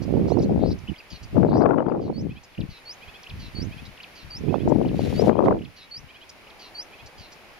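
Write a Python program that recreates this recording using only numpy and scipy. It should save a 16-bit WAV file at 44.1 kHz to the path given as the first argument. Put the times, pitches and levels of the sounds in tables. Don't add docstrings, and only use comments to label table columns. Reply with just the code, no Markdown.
import sys
import numpy as np
from scipy import signal
from scipy.fft import rfft, irfft, next_fast_len
from scipy.io import wavfile
from scipy.ndimage import map_coordinates

SR = 44100
rng = np.random.default_rng(int(sys.argv[2]) if len(sys.argv) > 2 else 0)


def bounce(signal):
    frames = np.transpose(np.atleast_2d(signal))
    limited = np.clip(frames, -1, 1)
    pcm = np.round(limited * 32767).astype(np.int16)
    wavfile.write(sys.argv[1], SR, pcm)


N = 334719

# time in seconds, gain in dB.
SINK_GAIN = [(0, 0), (.55, -2.5), (1.39, -1), (1.44, -4.5), (1.58, -6), (1.65, -10.5), (1.85, -12.5),
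             (2.2, -6), (3.1, .5), (5.26, 0), (5.33, -4.5), (6.6, -0.82)]


def amp(db):
    return 10 ** (np.asarray(db) / 20)


def unit(x):
    return x / np.sqrt(np.mean(x ** 2) + 1e-20)


def curve(rows):
    return np.interp(np.arange(N) / SR, *np.transpose(rows))


def wobble(rate, size=N):
    knots = rng.standard_normal(int(size * rate / SR) + 4)
    return map_coordinates(knots, [np.arange(size) * rate / SR])


def filtered(x, response):
    m = next_fast_len(x.shape[-1] + 8192)
    return irfft(rfft(x, m) * response(np.fft.rfftfreq(m, 1 / SR)), m)[..., :x.shape[-1]]


def noise(colour, size=N):
    corner_hz, db = np.transpose(colour)
    response = lambda hz: amp(np.interp(np.log(hz + 1), np.log(corner_hz), db))
    return unit(filtered(rng.standard_normal(size), response))


def wide(colour, shared):
    common = noise(colour)
    separate = np.array([noise(colour), noise(colour)])
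    return np.sqrt(shared) * common + np.sqrt(1 - shared) * separate


def add(track, s, sound):
    part = track[max(round(s * SR), 0):][:len(sound)]
    part += sound[:len(part)]


def glide(length, pitches, jitter):
    u = np.linspace(0, 1, int(length * SR))
    arc = np.polyfit(np.linspace(0, 1, len(pitches)), pitches, len(pitches) - 1)
    return u, np.polyval(arc, u) * (1 + jitter * wobble(1300, len(u)))


def phase(hz):
    return 2 * np.pi * np.cumsum(hz) / SR


def swell(u, rise, fall):
    opening = np.sin(np.pi / 2 * np.clip(u / rise, 0, 1))
    closing = np.sin(np.pi / 2 * np.clip((1 - u) / fall, 0, 1))
    return opening * closing


def hush(db=-49.5):
    # frequency in Hz, relative spectral density in dB.
    spectrum = [(30, -1), (100, 4.5), (250, 5), (700, 0), (1400, 1), (2400, 5), (3600, -4.5), (5000, -6),
                (7000, -16), (9000, -17), (11500, -15), (15500, -25)]
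    return amp(db + 0.24 * wobble(7.6)) * wide(spectrum, shared=0.13)


def distant_roar():
    # time in seconds, level in dB.
    approach = [(0, -55.5), (5.9, -59), (6.5, -53), (7.59, -54)]
    # frequency in Hz, relative spectral density in dB.
    spectrum = [(100, -18.5), (350, -1), (750, 2.5), (1050, -1.5), (1600, -11.5), (3000, -35)]
    return amp(curve(approach) + 0.6 * wobble(3.61)) * wide(spectrum, shared=0.95)


def camera_whine(trim_db=-2):
    # frequency in Hz, level in dB before the trim.
    tones = [(8799, -79.5), (8823, -74.5), (11519, -92)]
    t = np.arange(N) / SR
    return sum(amp(db + trim_db) * np.sin(2 * np.pi * hz * t) for hz, db in tones)


def insect(first_s=.7, period_s=1.004, length_s=0.14, db=-73):
    gate = np.zeros(N)
    for s in np.arange(first_s, N / SR, period_s):
        add(gate, s, swell(np.linspace(0, 1, int(length_s * SR)), rise=.2, fall=.2))
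    return amp(db) * gate * noise([(9500, -66), (10600, 0.5), (11100, -1), (12200, -59.5)])


def rustle(grain_db=2):
    # start in seconds, length in seconds, level in dB.
    brushes = [(4.91, 0.4067, -46), (5.435, 0.032, -52)]
    # frequency in Hz, relative spectral density in dB.
    spectrum = [(500, -15), (1500, 3), (2600, 7.5), (4500, 1), (7000, -6.5), (10000, -10), (13000, -12),
                (15500, -29)]
    contact = np.zeros(N)
    for s, length, db in brushes:
        add(contact, s, amp(db) * swell(np.linspace(0, 1, int(length * SR)), rise=.42, fall=.14))
    return contact * amp(grain_db * wobble(300)) * wide(spectrum, shared=0.37)


def ports(db, pan_db):
    return 2 * amp(db) / np.sqrt(1 + amp(np.array([-pan_db, pan_db])) ** 2)


def airflow(edge_db_per_s=500, breeze_db=-60, lull_hardness_db=-2.0):
    # time in seconds, strength in dB, left minus right in dB.
    gusts = [
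        [(0.0, -33, -17.5), (0.172, -21, -9.5), (0.224, -24, -2.0), (0.272, -25, -7.0), (0.306, -22, -25.5),
         (0.376, -22, -21.5), (0.416, -22, -1.0), (0.694, -23, 10.5), (0.804, -41, -15.5), (0.86, -40, -12.5)],
        [(1.3, -47, -2.5), (1.348, -25, 2.0), (1.384, -16, 18.0), (1.504, -23, 5.0), (1.632, -18, 13.0),
         (1.796, -22, 12.0), (1.844, -31, 6.0), (1.876, -24, 19.0), (2.026, -31, -5.5), (2.084, -28, 5.5),
         (2.166, -33, -15.0), (2.258, -29, 13.5), (2.4, -51, -11.5)],
        [(4.34, -47, 9.0), (4.47, -26, -17.0), (4.554, -20, -25), (4.592, -32, -15.0), (4.632, -26, -16.0),
         (4.704, -19, 15.5), (4.974, -29, 2.5), (5.112, -21, 16.5), (5.146, -27, 5.0), (5.196, -25, 16.0),
         (5.258, -20.5, 2.5), (5.292, -16, 14.0), (5.334, -26, 16.0), (5.388, -23, 16.5), (5.47, -19, -4.5),
         (5.526, -19.5, 3.5), (5.72, -55.5, -10.5)],
    ]
    # hardness in dB at its start, middle and end.
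    gust_hardness = [(-1.11, -0.76, -1.5), (-1.61, 2, -1.2113), (-0.3, 0.19, 2)]
    # start in seconds, length in seconds, strength in dB, left minus right in dB.
    puffs = [(0.879, .06, -31, -22), (1.109, 0.073, -41, 14), (1.199, .1, -44, -4), (2.571, 0.1013, -30, 7),
             (2.679, .06, -43, 0), (3.06, 0.048, -48, -12), (3.281, .26, -41, 3), (3.53, 0.2, -32, -12),
             (3.689, 0.26, -44, 9), (4.22, 0.094, -45, 14), (5.957, 0.126, -48, 15),
             (7.017, 0.056, -47.5, 11), (7.172, 0.062, -47, 5)]
    t = np.arange(N) / SR
    power, hardness_db = np.zeros((2, N)), np.full(N, lull_hardness_db)
    for rows, hard_db in zip(gusts, gust_hardness):
        s, db, pan_db = np.transpose(rows)
        outside_s = np.abs(t - np.clip(t, s[0], s[-1]))
        power += ports(np.interp(t, s, db) - edge_db_per_s * outside_s, np.interp(t, s, pan_db)) ** 2
        blowing_db = np.interp(t, np.linspace(s[0], s[-1], 3), hard_db)
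        hardness_db = np.where(outside_s > 0, hardness_db, blowing_db)
    for s, length, db, pan_db in puffs:
        shape = swell(np.linspace(0, 1, int(length * SR)), rise=.25, fall=.4)
        for port, gain in zip(power, ports(db, pan_db)):
            add(port, s, (gain * shape) ** 2)
    return 10 * np.log10(power + amp(breeze_db) ** 2), hardness_db


def buffet(level_db, hardness_db, brightening=.29, lump_db=1.13, burst_db=3.0, burst_speed=.6):
    # frequency in Hz, relative spectral density in dB.
    eddies = [(20, -22), (50, -9.5), (100, 0), (200, 2), (350, -3.5), (550, -12.5), (800, -27.5),
              (1200, -43.5), (2000, -63), (4000, -78), (8000, -120)]
    burst = burst_db * wobble(260)
    speed = amp(brightening * (level_db - curve(SINK_GAIN) + 20) + hardness_db + burst_speed * burst)
    travel = np.cumsum(speed)
    pressure = map_coordinates(noise(eddies, size=2 * N), [travel], order=3, mode="wrap")
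    calm = 1 / (1 + amp(2 * (-65.5 - level_db)))
    return amp(level_db) * calm * unit(pressure * amp(burst + lump_db * wobble(45)))


def thumps(width_ms=0.51, trim_db=1):
    # time in seconds, peak in dB before the trim, left minus right in dB.
    hits = [(.319, -3, -32), (.385, -6.5, -18), (.508, -11.5, 24), (.635, -7, 22), (.243, -11, -7),
            (1.346, -21, 3), (1.38, -9, 29), (1.447, -1, 23), (1.587, -7, 20), (1.615, -3.5, 21),
            (1.867, -7.5, 22.5), (1.914, -9, 32), (4.541, -5, -31.5), (4.72, -1, 34), (4.992, -7.5, 20),
            (5.272, -0.5, 18), (5.354, -11, 30), (5.483, -8, 5)]
    out = np.zeros((2, N))
    ms = np.arange(-SR // 200, SR // 200) * 1000 / SR
    for s, db, pan_db in hits:
        u = ms / (width_ms * amp(rng.normal(0, 2.07)))
        push = rng.choice([-1, 1]) * (1 - u ** 2) * np.exp(-u ** 2 / 2)
        for port, side_db in zip(out, [min(pan_db, 0), min(-pan_db, 0)]):
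            add(port, s - .003, amp(db + side_db + trim_db) * push)
    return out


def bush(song, scatter_db=-10, t60=0.09, lag_ms=0.037):
    t = np.arange(SR // 4) / SR
    tails = rng.standard_normal((2, len(t))) * amp(-60 * t / t60) * (t > .001)
    tails /= np.linalg.norm(tails, axis=1, keepdims=True)
    direct = filtered(song, lambda hz: np.exp(1j * np.pi * hz * lag_ms / 1000 * np.array([[-1], [1]])))
    scattered = signal.fftconvolve(song[None], tails, axes=1)[:, :N]
    return direct * amp([[-.7], [.7]]) + amp(scatter_db) * scattered


def buzzes(pulse_hz=385, rough=0.14):
    # start in seconds, length in seconds, level in dB, nominal fundamental in Hz.
    notes = [(1.099, .09, -45.5, 1510), (2.008, .09, -50, 1500), (2.696, 0.118, -50, 1380),
             (3.392, .11, -49, 1414), (4.151, 0.102, -50.5, 1470), (4.98, 0.1, -51.5, 1430),
             (5.76, 0.11, -47, 1370), (6.59, 0.12, -48, 1452), (7.176, 0.12, -49.5, 1460)]
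    # harmonic number, relative level in dB.
    partials = [(2, -2), (3, 4), (4, -7)]
    droop = [1.13, 0.96, .945]
    out = np.zeros(N)
    for s, length, db, pitch_hz in notes:
        u, hz = glide(length, pitch_hz * np.array(droop), jitter=.03)
        rate = pulse_hz * (1 + 0.0405 * rng.normal() + rough * wobble(250, len(u)))
        pulses = np.exp(np.cos(phase(rate)))
        voice = sum(amp(level) * np.sin(k * phase(hz)) for k, level in partials)
        envelope = amp(db + 1.9 * wobble(339, len(u))) * swell(u, rise=0.094, fall=0.49)
        add(out, s, envelope * unit(pulses * voice))
    return out


def reed(hz, throat_hz, width):
    k = np.arange(2, 7)[:, None]
    throat = 1 / (1 + (np.log(k * hz / throat_hz) / width) ** 2)
    harmonics = np.sin(k * phase(hz) + rng.uniform(0, 2 * np.pi, k.shape))
    return unit(np.sum(throat * harmonics, axis=0))


def chips(throat_width=0.213, bend=1.8, trim_db=-3):
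    # start and length in seconds, level in dB before the trim, start and end pitch in Hz,
    # throat resonance in Hz, jitter as a share of the pitch.
    notes = [(0.019, 0.029, -46.5, 1400, 1590, 4870, .09), (0.273, 0.077, -45, 970, 2200, 4680, 0.021),
             (0.417, .033, -41, 1060, 2220, 4830, .03), (1.226, .026, -45.5, 1450, 1620, 5000, .06),
             (2.432, .021, -45.5, 1300, 1760, 5540, .04), (3.85, .024, -45.5, 780, 1340, 4050, 0.0326),
             (4.683, 0.02, -49, 1506, 1920, 6360, 0.063), (5.443, .031, -50.5, 674.5, 1219, 3780, 0.038),
             (6.291, 0.015, -39.5, 1457, 1830, 5260, 0.039), (7.058, 0.0232, -45, 1020, 1620, 4980, 0.059),
             (7.317, 0.024, -46, 1300, 1560, 4953, 0.096)]
    out = np.zeros(N)
    for s, length, db, start_hz, end_hz, throat_hz, jitter in notes:
        middle_hz = end_hz - (end_hz - start_hz) * .5 ** bend
        u, hz = glide(length, [start_hz, middle_hz, end_hz], jitter)
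        voice = reed(hz, throat_hz, throat_width)
        add(out, s, amp(db + trim_db) * swell(u, rise=0.277, fall=0.24) * voice)
    return out


def nasals(length_s=0.0355, slowing_s=.004, throat_hz=2650, opening_hz=139.96, trim_db=-3):
    # start in seconds, number of notes, first spacing in seconds, level in dB before the trim,
    # nominal fundamental in Hz.
    groups = [(2.292, 2, 0.0618, -42, 853), (3.01, 3, 0.059, -44.5, 854), (3.71, 2, 0.06, -45, 850.8),
              (4.475, 3, 0.054, -46, 866), (5.314, 2, 0.047, -45.5, 835), (6.081, 3, 0.0588, -44, 827),
              (6.917, 2, 0.064, -45.5, 850)]
    bend = [.83, 0.96, 1.016]
    out = np.zeros(N)
    for s, notes, spacing, db, pitch_hz in groups:
        for k in range(notes):
            arch = np.array(bend) * (1 + .012 * rng.standard_normal(3))
            u, hz = glide(length_s, pitch_hz * arch, jitter=.018)
            voice = reed(hz, throat_hz + k * opening_hz, width=0.15)
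            onset = s + k * spacing + k * (k - 1) * slowing_s
            add(out, onset, amp(db + trim_db) * swell(u, rise=0.46, fall=0.16) * voice)
    return out


def trills(trill_hz=108, trim_db=-1):
    # start and length in seconds, final level before trim and fade in dB, crescendo in dB,
    # swing in Hz, then start, middle and end pitch in Hz.
    notes = [(0.59, 0.1154, -38, 15.5, 420, 3900, 4200, 5560),
             (0.702, 0.0314, -38.5, 2, 600, 4500, 4650, 4880), (1.471, .14, -36, 15, 330, 4300, 4470, 5760),
             (1.606, 0.0327, -40.5, 3, 300, 3700, 4670, 5134)]
    out = np.zeros(N)
    for s, length, db, crescendo_db, swing_hz, *pitches in notes:
        u, hz = glide(length, pitches, jitter=.055)
        swing = swing_hz * np.sin(phase(trill_hz * (1 + 0.15 * wobble(90, len(u)))))
        level_db = db + trim_db - crescendo_db * (1 - u) + 2.0 * wobble(360, len(u))
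        add(out, s, amp(level_db) * swell(u, rise=0.13, fall=0.28) * np.sin(phase(hz + swing)))
    return out


def sung(figure, times):
    return [(s + delay, length, db + note_db, *pitches)
            for s, db in times for delay, length, note_db, *pitches in figure]


def slurs(trim_db=-2):
    # start and length in seconds, relative level in dB, then start, middle and end pitch in Hz.
    singles = [(0.384, 0.018, -41, 5960, 5100, 3540), (0.399, 0.021, -48, 6500, 5610, 5300),
               (3.23, 0.009, -41.5, 6850, 5310, 3600)]
    zigzag = [(0, 0.0102, -5, 3800, 2980, 2450), (.026, .013, 0.5, 2050, 2710, 3100),
              (.055, .022, -0.5, 5800, 3400, 2300)]
    flourish = [(0, 0.0086, -9.5, 7220, 5900, 4600), (.083, .035, 0, 2210, 3020, 2600),
                (.148, .018, -8, 2800, 2280, 2050), (.171, 0.011, -5.5, 2190, 3310, 2500),
                (.192, .02, -8.5, 3700, 4900, 4500), (.212, 0.013, -2, 3000, 2700, 2380)]
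    # start in seconds, gain in dB.
    zigzag_times = [(2.547, -36.5), (3.237, -37.5), (3.973, -36.5), (4.824, -41.5), (5.587, -38.5),
                    (6.441, -44)]
    flourish_times = [(.786, -34.5), (1.69, -40.5)]
    out = np.zeros(N)
    for s, length, db, *pitches in singles + sung(zigzag, zigzag_times) + sung(flourish, flourish_times):
        u, hz = glide(length, pitches, jitter=0.024)
        envelope = amp(db + trim_db + 0.9 * wobble(200, len(u))) * swell(u, rise=0.49, fall=0.16)
        add(out, s, envelope * np.sin(phase(hz)))
    return out


def whistles(peak_share=0.611, fade_db=15, flutter_db=2.5, trim_db=-2):
    # start and length in seconds, peak level before the trim in dB, crescendo in dB,
    # opening, held and top pitch in Hz, share of the note before the climb.
    notes = [(2.132, .096, -34.5, 4.5, 4450, 4390, 6700, 0.22),
             (2.852, .095, -32.5, 6.5, 4380, 4390, 6850, 0.17),
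             (3.548, 0.11, -36, 0, 4530, 4440, 6950, 0.27),
             (4.301, 0.095, -34, 4.5, 4920, 4574, 6700, 0.26),
             (5.14, 0.0865, -32, 12, 4556, 4470, 6200, 0.244),
             (5.908, .092, -29, 3.5, 4420, 4440, 6450, 0.28),
             (6.744, 0.094, -29.5, 4.5, 4490, 4500, 6440, .3)]
    out = np.zeros(N)
    for s, length, db, crescendo_db, opening_hz, held_hz, top_hz, knee in notes:
        u = np.linspace(0, 1, int(length * SR))
        settle = np.maximum(1 - u / knee, 0)
        climb = np.maximum(u - knee, 0) / (1 - knee)
        hz = held_hz + (opening_hz - held_hz) * settle ** 2 + (top_hz - held_hz) * climb ** 2
        hz *= 1 + .003 * wobble(1300, len(u)) + 0.015 * u * wobble(135, len(u))
        shape_db = np.interp(u, [knee, peak_share, 1], [-crescendo_db, 0, -fade_db])
        shape_db += flutter_db * wobble(152, len(u))
        add(out, s, amp(db + trim_db + shape_db) * swell(u, rise=0.11, fall=0.092) * np.sin(phase(hz)))
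    return out


def scene():
    song = whistles() + slurs() + trills() + nasals() + chips() + buzzes()
    levels_db, hardness_db = airflow()
    wind = np.array([buffet(level_db, hardness_db) for level_db in levels_db]) + thumps()
    bird = bush(song)
    background = hush() + distant_roar() + insect() + camera_whine()
    return amp(curve(SINK_GAIN)) * (bird + background) + wind + rustle()


def record(dry, notch_hz=8200, notch_width_hz=480, top_hz=15750):
    notch = lambda hz: 1 - .98 * np.exp(-((hz - notch_hz) / notch_width_hz) ** 4)
    rounded = dry / (1 + dry ** 4) ** .25
    return filtered(rounded, lambda hz: notch(hz) * (hz < top_hz))


dry = scene()
out = record(dry)
bounce(out)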